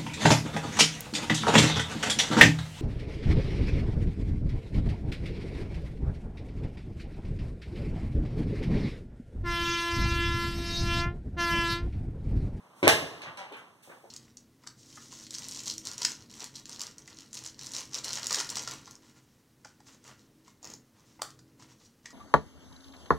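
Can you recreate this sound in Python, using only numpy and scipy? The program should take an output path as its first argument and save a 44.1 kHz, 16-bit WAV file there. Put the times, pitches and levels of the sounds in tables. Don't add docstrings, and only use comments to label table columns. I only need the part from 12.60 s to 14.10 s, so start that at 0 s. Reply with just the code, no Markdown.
import sys
import numpy as np
from scipy import signal
from scipy.fft import rfft, irfft, next_fast_len
from scipy.io import wavfile
from scipy.ndimage import uniform_filter1d

SR = 44100
rng = np.random.default_rng(int(sys.argv[2]) if len(sys.argv) > 2 else 0)


def gain_from_db(level_db):
    decades = np.asarray(level_db, float) / 20
    return 10 ** decades


def unload_wav(signal):
    wavfile.write(
        sys.argv[1],
        SR,
        np.round(np.clip(np.atleast_2d(signal).T, -1, 1) * 32767).astype(np.int16),
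    )


N = 66150
T = np.arange(N) / SR
SIZE = next_fast_len(N + SR)
HZ = np.arange(SIZE // 2 + 1) * SR / SIZE
DIRECT_LAG = 10


def rms_one(x):
    return x / np.sqrt(np.mean(x ** 2) + 1e-20)


def at_hz(points, hz):
    curve_hz, value = np.transpose(points)
    return np.interp(np.log(hz + 1e-9), np.log(curve_hz), value)


def swell(start, rise, fall):
    t = T - start
    fade_in = np.sin(np.clip(t / rise, 0, 1) * np.pi / 2) ** 2
    return fade_in * np.exp(-np.maximum(t - rise, 0) / fall)


def band_pass(x, low_hz, high_hz):
    return signal.sosfilt(signal.butter(2, [low_hz, high_hz], "band", fs=SR, output="sos"), x)


def half_sine(start, length):
    return np.sin(np.pi * np.clip((T - start) / length, 0, 1))


def struck(times, blows, modes):
    spread_db = rng.normal(0, 2, (len(blows), len(modes)))
    pushes = np.array([gain_from_db(db) * half_sine(start, length) / (length * SR)
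                       for start, (db, length) in zip(times, blows)])
    out = 0
    for k, (hz, level_db, t60) in enumerate(modes):
        r, w = gain_from_db(-60 / (t60 * SR)), 2 * np.pi * hz / SR
        force = gain_from_db(level_db + spread_db[:, k]) @ pushes
        out = out + signal.lfilter([0, np.sin(w)], [1, -2 * r * np.cos(w), r * r], force + 1e-18)
    return out


PUNCH_S = [
    .2281,
    .2385,
    .248,
]
# (level [dB], contact [s])
PUNCH = [(-19.5, 0.00036), (-14.5, 0.0006), (-19.5, 0.00078)]
# (frequency [Hz], level [dB], t60 [s])
BAG = [(102.6, -5.5, 0.044), (171, -3, 0.16), (280, -18.5, 0.02), (349, 10, 0.055), (430, -8.5, 0.54),
       (555, 3, 0.028), (760, -28.5, 0.046), (983, -9.5, 0.36), (2230, 8, 0.014)]


def punched_bag():
    return struck(PUNCH_S, PUNCH, BAG)


SLAP_S = [
    .2714,
    .2730,
    .2762,
    .325,
    .425,
    1.2742,
]
# (level [dB], contact [s])
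SLAP = [(-17, 0.00037), (-14.5, 0.00055), (-14, 0.00033), (-19, 0.0021), (-28.5, 0.00087), (-45.5, 0.00087)]
# (frequency [Hz], level [dB], t60 [s])
BOARD = [(90, -4.5, 0.16), (129, 1, 0.086), (159, -4, 0.17), (280, -6, 0.11), (427, -31.5, 0.038),
         (502, 0, 0.048), (597, 3.5, 0.022), (760, 1.5, 0.032), (943, -12.5, 0.0099), (1100, -5.5, 0.017),
         (1470, 4.5, 0.0043), (2030, 8.5, 0.0096), (2100, -9, 0.013), (2697, -4, 0.021)]


def slapped_board():
    return -struck(SLAP_S, SLAP, BOARD)


SNAP_S = [
    .2283,
    .2386,
    .2715,
    .2775,
    .6175,
    .7718,
    .922,
    .9665,
]
# (peak [dB], decay [s], low edge [Hz], high edge [Hz])
SNAPS = [(-24, 0.038, 870, 5450), (-46, .021, 1800, 3420), (-16.5, 0.0014, 1200, 4800),
         (-14.5, 0.014, 3000, 3080), (-31, 0.0079, 1620, 5700), (-33, 0.01, 1570, 6950),
         (-37, 0.013, 2050, 4100), (-48, .012, 1400, 13000)]


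def leather():
    out = 0
    for start, (db, decay, low_hz, high_hz) in zip(SNAP_S, SNAPS):
        burst = gain_from_db(db) * rng.standard_normal(N) * swell(start, .0005, decay)
        out = out + band_pass(burst + 1e-18, low_hz, high_hz)
    return out


CRACK_S = [
    .2780,
    .6171,
    .7713,
    .9220,
    1.2232,
]
CRACK_DB = [0.5, -40.5, -42, -40.5, -66]


def swivel():
    sweep_s, from_hz, to_hz, roughness = .0013, 16000, 2000, .2
    knock_db, knock_s = -3, .00035
    rough = roughness * rng.standard_normal(N)
    fall = np.log(to_hz / from_hz)
    out = 0
    for start, db in zip(CRACK_S, CRACK_DB):
        part = np.clip((T - start) / sweep_s, 0, 1)
        turns = from_hz * sweep_s * (np.exp(fall * part) - 1) / fall
        envelope = np.sin(np.pi * part ** .7) ** .4 * (part < 1)
        out = out + gain_from_db(db) * envelope * (np.sin(2 * np.pi * turns) + rough)
        out = out - gain_from_db(db + knock_db) * half_sine(start, knock_s)
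    return out


RATTLE_S = [.602, .636, .635, .768, .774, .899, .908, .932, .928, 1.275, .64, 1.27, 1.288, 1.426]
# (level [dB], rise [s], fall [s], centre [Hz])
RATTLES = [(-44.5, .04, 0.022, 650), (-44.5, 0.028, 0.03, 1260), (-43, 0.03, 0.014, 2800),
           (-47, 0.032, 0.057, 760), (-50, 0.019, 0.08, 2700), (-40.5, 0.032, 0.014, 403),
           (-44.5, 0.0078, 0.017, 810), (-49, 0.047, 0.014, 1600), (-52, 0.0072, 0.044, 2470),
           (-40, 0.019, .03, 443), (-42, 0.036, 0.031, 134), (-63, 0.028, 0.031, 110),
           (-47, 0.017, 0.005, 1830), (-45.5, 0.019, 0.014, 560)]


def rattles():
    clicks_per_s, q = 1400, 1.4
    out = 0
    for start, (db, rise, fall, hz) in zip(RATTLE_S, RATTLES):
        sizes = gain_from_db(1.6 * np.minimum(rng.exponential(1, N), 4)) * rng.choice([-1, 1], N)
        clicks = sizes * (rng.random(N) < clicks_per_s / SR)
        scrape = 0.09 * rng.standard_normal(N)
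        body = band_pass(clicks + scrape, hz / 2 ** (1.02 / q), hz * 2 ** (0.39 / q))
        out = out + gain_from_db(db) * swell(start, rise, fall) * rms_one(body)
    return out


# (frequency [Hz], level [dB], width [Hz])
HINGE = [(585, 0, 50), (775, 2, 50), (985, 0, 70), (1220, -12, 120), (1385, -12, 120)]


def creak():
    start, level_db, rise, fall = .766, -44, .035, .04
    slip_hz, jitter, spread_db = 198, .02, 3
    sag = 0.027
    wobble = rms_one(uniform_filter1d(rng.standard_normal(N), size=300))
    rate = slip_hz * (1 - sag * np.clip((T - start) * 10, 0, 2) + jitter * wobble)
    turns = np.cumsum(rate) / SR
    slips = (np.diff(np.floor(turns), prepend=0) > 0) * gain_from_db(spread_db * rng.standard_normal(N))
    out = 0
    for hz, db, width_hz in HINGE:
        r, w = np.exp(-np.pi * width_hz / SR), 2 * np.pi * hz / SR
        out = out + gain_from_db(db) * signal.lfilter([1 - r, 0, r - 1], [1, -2 * r * np.cos(w), r * r], slips)
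    return gain_from_db(level_db) * swell(start, rise, fall) * rms_one(out)


def diffuse(colour):
    port_gap = 18
    a, b = rfft(rng.standard_normal((2, SIZE)))
    alike = np.sinc(2 * HZ * port_gap / SR)
    shared, apart = np.sqrt(1 + alike) * a, np.sqrt(1 - alike) * b
    pair = np.array([shared + apart, shared - apart])
    return rms_one(irfft(pair * gain_from_db(at_hz(colour, HZ)), SIZE)[:, :N])


# (time [s], level [dB], rise [s], fall [s])
SWISHES = [
    (0.128, -56, 0.078, 0.093),
    (1.22, -52, 0.015, 0.13),
    (1.421, -74, 0.052, 0.13),
]
# (frequency [Hz], level [dB per Hz])
SWISH = [(1000, -23.5), (3500, -11), (8500, -10), (12000, -15), (16000, -8.5)]


def sleeves():
    return sum(gain_from_db(db) * swell(start, rise, fall) for start, db, rise, fall in SWISHES) * diffuse(SWISH)


# (time [s], level [dB])
STIR = [(0, -63.5), (.1, -60.5), (.22, -57.5), (.6, -51.5), (1.05, -58.5), (1.15, -64.5), (1.23, -68.5),
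        (1.35, -56.5), (1.5, -80.5)]
# (frequency [Hz], level [dB per Hz])
STIR_COLOUR = [(60, 8.5), (150, -1.5), (450, -1), (1150, -3), (1800, -16), (4000, -16.5), (9000, -29.5)]


def stirring():
    slow = uniform_filter1d(uniform_filter1d(rng.standard_normal(N), size=900), size=900)
    level_db = np.interp(T, *np.transpose(STIR)) + 1.1 * rms_one(slow)
    return gain_from_db(level_db) * diffuse(STIR_COLOUR)


# (frequency [Hz], level [dB per Hz])
FLOOR = [(40, -7), (120, 1), (500, -20), (2000, -26.5), (6000, -23.5), (15000, -29)]


def room_tone():
    return gain_from_db(-62.5) * diffuse(FLOOR)


# (frequency [Hz], t60 [s])
ROOM_T60 = [(80, 0.28), (200, 0.58), (500, 0.28), (1500, 0.25), (4000, 0.3), (8000, 0.23), (14000, 0.23)]
# (frequency [Hz], level [dB])
ROOM_COLOUR = [(80, 7.5), (200, -8), (500, 5), (1500, 9), (4000, 11), (8000, 7), (14000, 4.5)]


def room_tail():
    tail_db, rise_s = -32.5, 0.0066
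    late_db, late_stretch = -13.5, 2.815
    noise = rfft(diffuse(ROOM_COLOUR), SIZE)
    half_octave = 2 * np.log2(HZ / 45 + 1e-9)
    tail = 0
    for k in range(18):
        band = irfft(noise * np.clip(1 - np.abs(half_octave - k), 0, 1), SIZE)[:, :N]
        fall_db = -60 * T / at_hz(ROOM_T60, 45 * 2 ** (k / 2))
        tail = tail + band * (gain_from_db(fall_db) + gain_from_db(late_db + fall_db / late_stretch))
    return gain_from_db(tail_db) * tail * (1 - np.exp(-(T / rise_s) ** 2))


def path(delay, lag):
    port_delay = delay + np.array([[-.5], [.5]]) * lag / SR
    return np.exp(-2j * np.pi * HZ * port_delay)


# (delay [s], level [dB], right port lag [samples])
ECHOES = [
    (.0028, -17.5, 21),
    (.0104, -33.5, -17),
    (.0152, -13.5, -3.5),
    (0.02, -6.5, -25.5),
]


def garage(x):
    dull_hz = 5700
    paths = rfft(room_tail(), SIZE) + gain_from_db(0.0052) / 1.5 * path(0.00075, DIRECT_LAG)
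    for delay, db, lag in ECHOES:
        paths = paths + gain_from_db(db) / (1.5 + 1j * HZ / dull_hz) * path(delay, lag)
    return irfft(paths * rfft(x, SIZE), SIZE)[:, :N]


def scene():
    hits = punched_bag() + slapped_board() + leather() + swivel() + gain_from_db(-5.0) * rattles()
    squeak = creak()
    close_squeak = np.array([squeak, np.roll(squeak, DIRECT_LAG)])
    return garage(hits + gain_from_db(-9) * squeak) + close_squeak + sleeves() + stirring() + room_tone()


def low_pass(x):
    return signal.sosfilt(signal.butter(12, 16230, fs=SR, output="sos"), x)


# (frequency [Hz], level [dB])
RIGHT_PORT = [(100, 3), (400, -0.5), (1000, 4), (3000, -6), (6000, 3.5), (9000, 8), (13000, 8.5)]
# (frequency [Hz], share [0-1])
CANCEL = [(100, .25), (600, .25), (1200, .7), (2450, .94), (3700, .95), (5000, .58), (8600, .64),
          (10500, .25)]
# (frequency [Hz], level [dB])
MIC = [(700, 1), (2500, 5), (4000, -5), (8400, -7.5), (12500, -9.5), (15000, -16.5), (15600, -17),
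       (16500, -31)]


def record(dry):
    cancel_lag, low_cut_hz = 17.8, 165
    ports = rfft(dry, SIZE) * gain_from_db([0 * HZ, at_hz(RIGHT_PORT, HZ)])
    other_late = at_hz(CANCEL, HZ) * np.exp(-2j * np.pi * HZ * cancel_lag / SR) * ports[::-1]
    x = irfft((ports - other_late) * gain_from_db(at_hz(MIC, HZ)), SIZE)[:, :N]
    x = signal.sosfilt(signal.butter(3, low_cut_hz, "high", fs=SR, output="sos"), x)
    mix = np.clip(x, -1, 1)
    return low_pass(mix)


dry = scene()
out = record(dry)
unload_wav(out)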